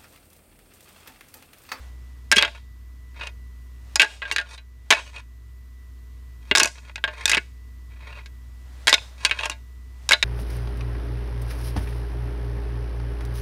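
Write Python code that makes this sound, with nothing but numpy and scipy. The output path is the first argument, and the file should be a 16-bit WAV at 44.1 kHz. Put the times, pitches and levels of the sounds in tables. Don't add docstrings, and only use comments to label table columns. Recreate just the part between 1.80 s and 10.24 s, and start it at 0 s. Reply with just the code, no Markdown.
import sys
import numpy as np
from scipy import signal
from scipy.fft import rfft, irfft, next_fast_len
from scipy.io import wavfile
from scipy.ndimage import uniform_filter1d, minimum_filter1d, map_coordinates

SR = 44100
rng = np.random.default_rng(int(sys.argv[2]) if len(sys.argv) > 2 else 0)


def digitize_waveform(pressure):
    field = np.atleast_2d(pressure).T
    bounded = np.clip(field, -1, 1)
    quanta = np.round(bounded * 32767).astype(np.int16)
    wavfile.write(sys.argv[1], SR, quanta)


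N = 372204

# (frequency [Hz], relative level [dB])
AIR_SPECTRUM = [(88, -28), (150, -2.5), (244, -3), (480, -10.5), (540, -22), (675, -12.5), (775, -24.5),
                (1020, -11), (1400, -17), (2400, -19.5), (6000, -22.5), (12000, -27.5), (15000, -30.5),
                (16000, -42)]
RUMBLE_SPECTRUM = [(20, -24), (45, -11.5), (75, -1), (100, 4), (122, 1), (150, -16.5), (250, -26),
                   (500, -74)]
SWISH_SPECTRUM = [(200, -7), (600, 9), (2500, 3), (5000, -1), (9000, -5.5), (12000, -13.5), (16000, -20.5)]
# (frequency [Hz], level [dB])
WHINE_TONES = [(246, -68), (1875, -77), (1975, -66), (14070, -75)]
# (peak time [s], relative level [dB], rise [s], fall [s])
# the one at 2.305 s is a short, bright wash of hiss trailing the hardest clash; the rest are sleeves
SWISHES = [(0.03, -47, 0.46, 0.21), (0.27, -60, .15, 1), (2.14, -49.5, 0.26, 0.044),
           (2.305, -35.5, 0.036, 0.13), (3.1, -51.5, 0.16, .05), (4.69, -67, .2, .05),
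           (7.05, -46.5, 0.44, 0.13), (7.22, -43, .03, .35), (8.27, -47.5, .2, .05)]
# (frequency [Hz], relative level [dB])
ECHO_SPECTRUM = [(100, 0), (700, 4.5), (2500, -1), (7000, -1.5), (15000, -2.5)]
# (frequency [Hz], t60 [s])
ECHO_DECAY = [(200, .4), (1500, 0.21), (5000, 0.42), (9000, .5), (14000, 0.27)]
# (frequency [Hz], relative level [dB], base t60 [s])
RACK_MODES = [(318, -14, 0.055), (434, -10.5, 0.062), (602, -10.5, .09), (674, -16, 0.11), (884.5, -6, .07),
              (1086, -6.5, 0.052), (1450, -7.5, 0.1), (1618, 1.5, 0.059), (1716, -6, .07), (1977, -4, .06),
              (2120, -10, 0.088), (2242, -2.5, 0.058), (2532, -1, 0.059), (2720, -8, .045),
              (2790, -1, 0.041), (3265, -2, 0.031), (3667, -2.5, 0.025), (3823, -3.5, 0.039),
              (4045, -5, .04), (4430, -8, .035), (4610, -6.5, .04), (5056, -7.5, 0.053), (5480, -9, 0.032),
              (6190, -7, 0.023), (6750, -9, 0.054), (8390, -9.5, 0.022), (9720, -12, 0.017)]
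# (frequency [Hz], relative level [dB])
BUMP_SPECTRUM = [(60, -25.5), (110, -11.5), (250, -0.5), (340, 1.5), (420, 1.5), (550, -14), (1200, -33.5),
                 (4000, -72)]
RASP_SPECTRUM = [(120, -29.5), (250, -16.5), (520, -15), (630, -0.5), (775, -11.5), (1050, 0), (1350, -7),
                 (1700, -3), (2500, -12.5), (3800, -14.5), (6000, -16), (9500, -22), (12000, -34.5),
                 (15000, -47)]
CRACK_SPECTRUM = [(60, -37), (160, -9.5), (330, -1.5), (770, -10), (1000, 2), (2500, 10.5), (4000, 3.5),
                  (7000, -1.5), (10000, -10), (12500, -15), (16000, -26.5)]
# (frequency [Hz], t60 [s])
CRACK_DECAY = [(200, 0.047), (1500, 0.039), (4000, 0.045), (8000, 0.023), (15000, 0.027)]
# (time [s], level [dB])
BEAM_BUMPS = [(0.5268, -29), (0.5658, -24.5), (4.7124, -24), (4.7812, -21), (4.8149, -28), (4.846, -29),
              (5.57, -29.5)]
# (start [s], length [s], relative rasp [dB], relative grit [dB], squeak [Hz])
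SCRAPE_STROKES = [(0.725, 0.052, -41, -56, 2750), (1.345, 0.122, -34, -52.5, 2500),
                  (2.435, 0.07, -31, -49, 2280), (2.61, 0.07, -45, -61, 2330),
                  (2.675, 0.075, -38, -43, 3600), (3.13, 0.066, -26.5, -47, 2590),
                  (3.22, 0.08, -44.5, -54, 2700), (3.33, 0.055, -35, -48.5, 2494),
                  (4.62, 0.085, -49.5, -61, 2268), (4.91, 0.085, -44, -63, 2430),
                  (5.02, 0.075, -43.5, -57.5, 2145), (5.305, 0.128, -32.5, -47, 2132),
                  (6.1, 0.31, -43, -63, 2448), (7.38, 0.065, -37.5, -46, 2707),
                  (7.51, 0.15, -31, -45, 2620)]
# (time [s], clack level [dB], beam knock [dB re clack], tip snap [dB re clack],
# tine pitch [Hz], ring length [1 = usual grip])
TINE_HITS = [(0.5155, -5.5, -15, -0.5, 1650, 0.49), (0.5233, -5, -11, -6, 1640, .9),
             (0.5275, -10, -13, -15, 1630, 1.5), (0.5607, -16.5, -31, -6, 2230, 3),
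             (0.5669, -12, -26, -8, 3230, 0.94), (0.582, -8, -18, -11.5, 3230, 1.75),
             (0.611, -20.5, -9, -17.5, 2560, 2.2), (0.6247, -5, -14, -8, 2300, 0.26),
             (0.629, -6.5, -8.5, -22, 1620, 1.33), (0.6488, -14, -13, -15.5, 3220, 1.25),
             (0.6774, -29.5, -9, -19, 2860, 0.91), (1.4105, -31, -10, -24, 2570, 2.65),
             (1.471, -31, -21, -9.5, 2660, 0.88), (2.1571, -21, -7.5, 5.5, 5210, 1.03),
             (2.1965, 6, -24, -14.5, 2400, 1.6), (2.206, -4, -16.5, -13.5, 2720, 1.2),
             (2.218, 8, -18.5, -9, 2600, 0.98), (2.229, 0.5, -8.5, -15, 1630, 1.02),
             (2.2458, -7.5, -11.5, -17, 1660, 1.12), (2.4188, -24, -10, -29, 1960, 1.6),
             (2.4243, -22.5, -10.5, -30, 1640, 1.9), (2.4527, -26.5, -14, -31, 1680, 2.2),
             (2.5134, -15, -13.5, -10.5, 2250, .6), (2.5212, -21, -14.5, -5.5, 2800, 2.2),
             (2.562, -12.5, -22, -10.5, 1800, 0.95), (2.5828, -14.5, -19.5, -15.5, 1740, 1.35),
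             (2.6, -25.5, -9, -15.5, 1630, .65), (2.613, -30.5, -9, -13, 1480, 1.4),
             (2.7777, -38, -16, -10.5, 3930, 1.9), (3.105, -.5, -9, -5, 3270, 1.7),
             (3.1089, 0.5, -10, -6.5, 2320, .4), (3.1145, -2, -10.5, -11.5, 2230, 1.4),
             (3.1251, 1, -6, -16, 1740, 0.59), (3.1347, -8.5, -12, -12, 2630, 1),
             (3.1471, -16, -19, -14, 2540, 1.4), (3.3622, -33.5, -21, -14, 2560, 1.53),
             (4.7125, -12, -15.5, -24, 2860, 0.97), (4.7514, 1.5, -12, -6, 1530, 0.69),
             (4.7582, -4, -13.5, 2.5, 3700, 0.93), (4.7724, -7, -6, -0.5, 5400, 1.1),
             (4.7818, -10, -36, 5, 3590, 0.56), (4.795, -22, -9, 6.5, 5600, 1),
             (4.7992, -6, -9, -2, 2880, 1.3), (4.8131, -12, -11, -18, 2570, 1.6),
             (4.8324, -15, -7.5, 10, 4390, 0.68), (4.8455, -16.5, -19, -23.5, 1460, 1.1),
             (4.8564, -21.5, -3, 2.5, 2520, 0.82), (4.8731, -29, -7.5, -0.5, 5400, 1.56),
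             (5.0952, -40.5, -5.5, -21, 2000, 0.6), (5.1577, -26, -19.5, -9.5, 2640, 0.84),
             (5.1795, -35, -6.5, -23, 1450, 0.8), (5.24, -13.5, -13, -22.5, 1637, 1.1),
             (5.277, -27, -4, -22, 1670, 2), (5.4556, -13, -20, 2.5, 3700, 0.82),
             (5.4784, -20.5, -16, -3, 2460, 1.4), (5.4956, -17.5, -18, -0.5, 1790, 1.4),
             (5.5156, -14, -18, -4, 2020, 1.3), (5.5328, -12.5, -17, -21, 2490, 0.53),
             (5.5402, -17, -33, -20, 2440, 0.68), (5.5466, -13.5, -16, -12.5, 2540, 1.07),
             (5.57, -17, -15, -15, 2240, 0.94), (5.578, -19.5, -10, -16.5, 1750, 0.71),
             (6.4592, -43, -15, -5.5, 3560, 1.2), (7.0713, -17, -10, -2.5, 3420, 0.77),
             (7.0795, -2, -12.5, -7.5, 3270, 1.18), (7.093, -13, -19.5, 1.5, 1980, 1.8),
             (7.1278, -3, -8.5, -8.5, 3670, 0.83), (7.1405, -4.5, -28, -6, 3670, 0.78),
             (7.1792, -28.5, -8.5, -25, 2560, 0.64), (7.4497, -12, -14, -3.5, 4600, 1.06),
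             (7.461, -23.5, -13, -8, 2540, 1.7), (7.495, -27.5, -12, -15, 2350, 0.71),
             (7.5114, -14.5, -20.5, -21, 2620, 1.4), (7.589, -23.5, -24, -18, 2430, 1.3),
             (7.6097, -31.5, -5, -10, 2800, 0.64), (7.634, -23.5, -6.5, -16, 2840, 1.9),
             (7.656, -24, -6, -5, 2660, 1.02), (7.6972, -26, -7, -2, 2800, 0.92),
             (7.715, -34, -8.5, -9, 3590, 2.2), (8.2908, -20.5, -10, 4, 3790, 1.06),
             (8.3095, -12.5, -8, -13, 1680, .57), (8.3195, -6, -18, -10.5, 2310, 1.1),
             (8.332, -7.5, -17.5, -11.5, 3960, 1.12), (8.4267, -12, -20, -11, 3830, 1.24)]
# (low edge [Hz], high edge [Hz])
HIT_BANDS = [(150, 500), (500, 1200), (1200, 4500), (4500, 16000)]
BAND_FILTERS = [signal.butter(3, edges, "band", fs=SR, output="sos") for edges in HIT_BANDS]


def amp(db):
    return 10 ** (np.asarray(db) / 20)


def unit(x):
    return x / np.sqrt(np.mean(x ** 2) + 1e-20)


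def along(points, hz):
    freqs, values = np.transpose(points)
    return np.interp(np.log(hz + 1), np.log(freqs + 1), values)


def wobble(rate):
    knots = rng.standard_normal(int(N * rate / SR) + 4)
    return map_coordinates(knots, [np.arange(N) * rate / SR])


def filtered(x, response):
    size = next_fast_len(len(x) + 8192)
    return irfft(rfft(x, size) * response(np.fft.rfftfreq(size, 1 / SR)), size)[:len(x)]


def causal_eq(x, points):
    cepstrum = irfft(np.log(amp(along(points, np.fft.rfftfreq(len(x), 1 / SR)))))
    cepstrum[1:len(x) // 2] *= 2
    cepstrum[len(x) // 2 + 1:] = 0
    return irfft(rfft(x) * np.exp(rfft(cepstrum)))


def noise(spectrum):
    return unit(filtered(rng.standard_normal(N), lambda hz: amp(along(spectrum, hz))))


def noise_burst(spectrum, decay, size):
    hz, t, frames = signal.stft(rng.standard_normal(size), SR, nperseg=128)
    gain = unit(amp(along(spectrum, hz)))[:, None] * amp(-60 * t / along(decay, hz)[:, None])
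    return signal.istft(frames * gain, SR, nperseg=128)[1][:size]


def background(hum_hz=61.3):
    tone = lambda hz: np.sqrt(2) * np.sin(2 * np.pi * np.cumsum(hz) / SR)
    hum = amp(-40 + .5 * wobble(9.9)) * tone(hum_hz + .84 * wobble(16))
    whine = sum(amp(db + 1.5 * wobble(11)) * tone(hz + 3 * wobble(25)) for hz, db in WHINE_TONES)
    return hum + whine + amp(-54) * noise(RUMBLE_SPECTRUM) + amp(-60) * noise(AIR_SPECTRUM)


def swishes(swell_db=20):
    t = np.arange(N) / SR
    envelope = sum(amp(db - swell_db * np.maximum((peak - t) / rise, (t - peak) / fall))
                   for peak, db, rise, fall in SWISHES)
    return amp(-7) * envelope * noise(SWISH_SPECTRUM) * amp(.5 * wobble(40))


def tree_echo(x, bloom_s=.01):
    tail = noise_burst(ECHO_SPECTRUM, ECHO_DECAY, size=32768)
    tail *= 1 - np.exp(-np.arange(len(tail)) / SR / bloom_s)
    return signal.fftconvolve(x, tail / np.linalg.norm(tail))[:N]


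def beam_bumps(size=4096, t60_s=.054):
    out, t = np.zeros(N + size), np.arange(size) / SR
    for start, db in BEAM_BUMPS:
        thud = causal_eq(rng.standard_normal(size) * amp(-60 * t / t60_s), BUMP_SPECTRUM)
        attack_rms = np.sqrt(np.mean(thud[t < .006] ** 2))
        out[round(start * SR):][:size] += amp(db) * thud / attack_rms
    return out[:N]


def rack_ring(size, tine_hz, ring_length, tine_db, scatter_db, detune):
    hz, db, t60 = np.transpose(RACK_MODES)[:, :, None]
    t60 = np.minimum(t60, 230 / hz)
    t60 = t60 * max(ring_length, .2)
    strength, shift, polarity = rng.standard_normal((3, len(RACK_MODES), 1))
    near_tine = np.exp(-(np.log2(hz / tine_hz) / .092) ** 2)
    gain = np.sign(polarity) * amp(db + tine_db * near_tine + scatter_db * strength)
    t = np.arange(size) / SR
    modes = amp(-60 * t / t60) * np.sin(2 * np.pi * hz * (1 + detune * shift) * t)
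    return gain[:, 0] @ modes


def scrape_envelopes(press_db=15.5, press_share=.63, lift_db_per_s=597, pitch_rise=.16):
    t = np.arange(N) / SR
    rasp, grit = np.zeros((2, N))
    pitch = np.full(N, float(SCRAPE_STROKES[0][-1]))
    for start, length, rasp_db, grit_db, hz in SCRAPE_STROKES:
        on = (t >= start) & (t < start + length + .1)
        age = t[on] - start
        swell_db = -press_db * np.maximum(1 - age / (press_share * length), 0)
        lift_db = -lift_db_per_s * np.maximum(age - length, 0)
        rasp[on] += amp(rasp_db + swell_db + lift_db)
        grit[on] += amp(grit_db + swell_db + lift_db)
        pitch[on] = hz * (1 + pitch_rise * (np.minimum(age / length, 1) - .5))
    return rasp, grit, pitch


def tine_scrapes(slips_per_s=1100, ring_db=1.5, squeak_db=-3, crossover_hz=4500):
    slips = (rng.random(N) < slips_per_s / SR) * rng.standard_normal(N)
    grip = amp(3.4 * wobble(110))
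    friction = unit((unit(slips) + .5 * rng.standard_normal(N)) * grip)
    rasp = unit(filtered(friction, lambda hz: amp(along(RASP_SPECTRUM, hz))))
    rack = rack_ring(size=4096, tine_hz=2493, ring_length=1, tine_db=5.5, scatter_db=-5, detune=.002)
    ring = unit(signal.fftconvolve(friction, rack)[:N])
    rasp_gain, grit_gain, pitch_hz = scrape_envelopes()
    phase = 2 * np.pi * np.cumsum(pitch_hz * np.exp(.09 * wobble(60))) / SR
    squeak = unit(grip * (wobble(250) * np.sin(phase) + wobble(250) * np.cos(phase)))
    rub = rasp + amp(ring_db) * ring + amp(squeak_db) * squeak
    body = filtered(rub, lambda hz: 1 / (1 + (hz / crossover_hz) ** 8))
    grit = rub - body
    return amp(-2.5) * (rasp_gain * unit(body) + grit_gain * unit(grit))


def chatter(size, bounces=6, mean_delay_s=.006, bounce_db=-15):
    force = np.zeros(size)
    delays = np.minimum(rng.exponential(mean_delay_s, bounces), size / SR / 2)
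    fade = np.exp(-delays / mean_delay_s / 2)
    force[(delays * SR).astype(int)] = amp(bounce_db) * rng.standard_normal(bounces) * fade
    force[0] = 1
    return force


def strike_tone(hit, clack_db, knock_db, snap_db):
    attack = hit[:round(.006 * SR)]
    attack_db = [10 * np.log10(np.mean(signal.sosfilt(band, attack) ** 2)) for band in BAND_FILTERS]
    thud_db = -19.5 + .44 * knock_db
    thud, knock, clack, snap = clack_db + np.array([thud_db, knock_db, 0, snap_db]) - attack_db
    return causal_eq(hit, [(110, thud - 8), (260, thud + 2.1), (420, thud + .27),
                           (600, knock + .067), (1050, knock + .7),
                           (1450, clack - .3), (3600, clack + .28),
                           (5800, snap + .43), (10000, snap + 1.9), (15000, snap - 6)])


def tine_clacks(size=6144):
    out, t = np.zeros(N + size), np.arange(size) / SR
    for start, clack_db, knock_db, snap_db, tine_hz, ring_length in TINE_HITS:
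        tick = amp(14 - 60 * t / .0075) * unit(causal_eq(rng.standard_normal(size), CRACK_SPECTRUM))
        decay = [(hz, t60 * max(ring_length, .2)) for hz, t60 in CRACK_DECAY]
        crack = amp(6.5) * noise_burst(CRACK_SPECTRUM, decay, size)
        ring = rack_ring(size, tine_hz, ring_length, tine_db=13.5, scatter_db=2, detune=.013)
        hit = (tick + crack + ring) * (1 - np.exp(-t / .0003))
        hit = signal.fftconvolve(hit, chatter(size))[:size]
        out[round(start * SR):][:size] += strike_tone(hit, clack_db, knock_db, snap_db)
    return out[:N]


def scene():
    antlers = tine_clacks() + beam_bumps() + tine_scrapes()
    return (antlers + amp(-28) * tree_echo(antlers) + swishes() + background())[None]


def release(cut_db, db_per_s):
    ramp = db_per_s * np.arange(N) / SR
    return np.maximum.accumulate(cut_db + ramp) - ramp


def record(dry, threshold=1.1, window=129, top_hz=16100):
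    over_db = np.maximum(20 * np.log10(np.abs(dry[0]) / threshold + 1e-9), 0)
    needed_db = -minimum_filter1d(-over_db, size=window)
    quick_db = release(needed_db, db_per_s=121)
    sustained_db = signal.lfilter([1 / 600], [1, 1 / 600 - 1], quick_db)
    slow_db = release(.36 * sustained_db, db_per_s=3)
    limited = dry[0] * amp(-uniform_filter1d(np.maximum(quick_db, slow_db), size=window))
    rounded = limited / (1 + np.abs(limited) ** 8) ** (1 / 8)
    return filtered(rounded, lambda hz: 1 / (1 + (hz / top_hz) ** 120))[None]


dry = scene()
out = record(dry)
digitize_waveform(out)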